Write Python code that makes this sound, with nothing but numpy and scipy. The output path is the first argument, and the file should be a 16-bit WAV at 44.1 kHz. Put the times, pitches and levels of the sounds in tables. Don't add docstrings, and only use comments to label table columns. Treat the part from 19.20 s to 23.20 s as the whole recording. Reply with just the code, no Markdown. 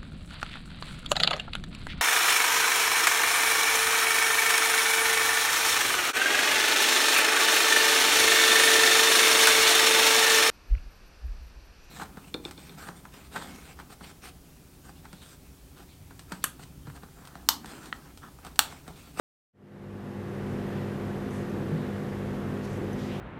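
import sys
import numpy as np
from scipy import signal
from scipy.fft import rfft, irfft
from scipy.io import wavfile
from scipy.ndimage import uniform_filter1d

SR = 44100
rng = np.random.default_rng(int(sys.argv[2]) if len(sys.argv) > 2 else 0)


def log_audio(samples):
    frames = np.atleast_2d(samples).T
    limited = np.clip(frames, -1, 1)
    pcm = np.round(limited * 32767).astype(np.int16)
    wavfile.write(sys.argv[1], SR, pcm)


N = 176400


def amp(db):
    return 10 ** (np.asarray(db) / 20)


def unit(x):
    return x / np.sqrt(np.mean(abs(x) ** 2) + 1e-20)


def bell(hz, centre_hz, octaves):
    return np.exp(-.5 * (np.log2((hz + 1) / centre_hz) / octaves) ** 2)


def noise(gain):
    return irfft(rfft(rng.standard_normal(N)) * gain, N)


def tone(hz, level_db, waver, waver_hz, scatter_turns):
    t = np.arange(N) / SR
    knots = np.arange(0, N / SR + 1, 1 / 100)
    rates, turns = rng.standard_normal((12, 1)) * waver_hz, rng.random((12, 1))
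    drift = unit(np.exp(2j * np.pi * (rates * knots + turns)).sum(0))
    modulation = np.interp(t, knots, 1 + waver * drift)
    carrier = np.exp(2j * np.pi * (hz * t + scatter_turns * (rng.random() - .5)))
    return amp(level_db) * unit((modulation * carrier).real)


def hum():
    # harmonic number, level/dB
    harmonics = [(1, -61), (2, -43), (3, -50), (4, -38), (5, -50), (7, -44), (8, -49), (9, -55), (10, -51),
                 (11, -60), (12, -57), (14, -57), (15, -65), (16, -65), (17, -64), (18, -65), (20, -65),
                 (22, -65), (23, -65), (24, -68)]
    mains_hz = 50.015
    return amp(0.28) * sum(tone(round(k) * mains_hz, db, waver=0.056, waver_hz=2.2, scatter_turns=0.66)
                           for k, db in harmonics)


def motors():
    # f/Hz, level/dB
    lines = [(28.4, -63), (48.3, -56), (70.2, -60), (96.6, -52), (140.3, -44), (144.8, -54), (210.6, -55),
             (246.0, -51), (247.7, -48), (280.9, -54), (283.2, -59), (386.4, -56), (392.3, -56),
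             (421.0, -55), (434.7, -57), (483.0, -60), (561.5, -59)]
    return amp(0.5) * sum(tone(hz, db, waver=0.19, waver_hz=1.5, scatter_turns=1) for hz, db in lines)


def air():
    # f/Hz, relative spectral density level/dB
    spectrum = [(15, -95), (30, -71), (60, -73), (80, -71), (105, -61.5), (170, -62), (220, -65.5),
                (320, -65.5), (420, -67.5), (520, -69.5), (640, -75.5), (780, -73.5), (900, -76.5),
                (1250, -78), (1850, -79.5), (2300, -85.5), (3000, -89), (4500, -96), (6200, -99.5),
                (9000, -102.6), (14000, -103.7)]
    air_db, patchy_db, patch_s, patch_hz = -0.57, 0.55, .09, 400
    flutter_hz, flutter_depth = 12.8, 0.06
    f, db = np.transpose(spectrum)
    density_db = np.interp(np.log(np.fft.rfftfreq(N, 1 / SR) + 1), np.log(f), db)
    rush = noise(amp(density_db)) * np.sqrt(SR / 2)
    hz, t, cells = signal.stft(rush, SR, nperseg=1024, noverlap=768)
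    patches = uniform_filter1d(rng.standard_normal(cells.shape), round(patch_s / t[1]), axis=1)
    patches = unit(uniform_filter1d(patches, round(patch_hz / hz[1]), axis=0))
    flutter_band = bell(hz, centre_hz=750, octaves=0.32)[:, None]
    flutter = 1 + flutter_depth * flutter_band * np.sin(2 * np.pi * flutter_hz * t)
    cells = cells * flutter * amp(air_db + patchy_db * patches)
    return signal.istft(cells, SR, nperseg=1024, noverlap=768)[1][:N]


def swell(peak_s, rise_s, fall_s, level_db, centre_hz, octaves):
    t = np.arange(N) / SR - peak_s
    envelope = np.exp(-.5 * (t / np.where(t < 0, rise_s, fall_s)) ** 2)
    band = unit(noise(bell(np.fft.rfftfreq(N, 1 / SR), centre_hz, octaves)))
    return amp(level_db) * envelope * band


def scuffs():
    # peak t/s, rise t/s, fall t/s, level/dB, centre f/Hz, width/octaves
    puffs = [(1.55, 0.028, .09, -59, 3000, .5), (2.14, .02, 0.06, -60, 7400, 0.43),
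             (2.6, 0.09, 0.14, -63, 3580, .3), (3.445, 0.013, 0.029, -56.5, 4900, 0.54),
             (3.515, 0.02, 0.051, -60.5, 6550, .4), (3.805, 0.027, 0.14, -54, 3370, 0.74),
             (3.935, .045, 0.041, -50.5, 2660, 0.38)]
    return sum(swell(*row) for row in puffs)


def ticks():
    # onset t/s, level/dB
    onsets = [(2.108, -51), (2.297, -51), (2.884, -57), (3.449, -55), (3.530, -54), (3.573, -54),
              (3.731, -47)]
    # f/Hz, relative level/dB, 60 dB decay t/s
    modes = [(6080, 1.5, 0.026), (10400, -6, .018), (11100, -4, 0.02), (11500, -4, .015)]
    rise_s = 0.0011
    sound = np.zeros(N)
    for start, level_db in onsets:
        t = np.maximum(np.arange(N) / SR - start, 0)
        ring = np.zeros(N)
        for hz, db, t60 in modes:
            decay = np.exp(-np.minimum(np.log(1000) * t / t60, 20))
            ring += amp(db) * decay * np.sin(2 * np.pi * (hz * t + rng.random()))
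        sound += amp(level_db) * np.minimum(t / rise_s, 1) * ring
    return sound


def bumps():
    # peak t/s, rise t/s, fall t/s, level/dB, centre f/Hz, width/octaves
    thuds = [(2.41, 0.049, 0.087, -34, 320, 0.42), (2.53, 0.013, .04, -30.5, 153, 0.25),
             (3.67, 0.091, 0.067, -40.5, 348, 0.48)]
    return sum(swell(*row) for row in thuds)


def scene():
    steady = hum() + motors() + air()
    transients = ticks() + scuffs() + bumps()
    return (steady + transients)[None]


def record(dry):
    start_s, fade_s, cutoff_hz = 0.33, 1.03, 14450
    fade = np.clip((np.arange(N) / SR - start_s) / fade_s, 0, 1) ** 0.99
    lowpass = signal.firwin(511, cutoff_hz, window=("kaiser", 9), fs=SR)
    return signal.oaconvolve(dry * fade, lowpass[None], "same")


dry = scene()
out = record(dry)
log_audio(out)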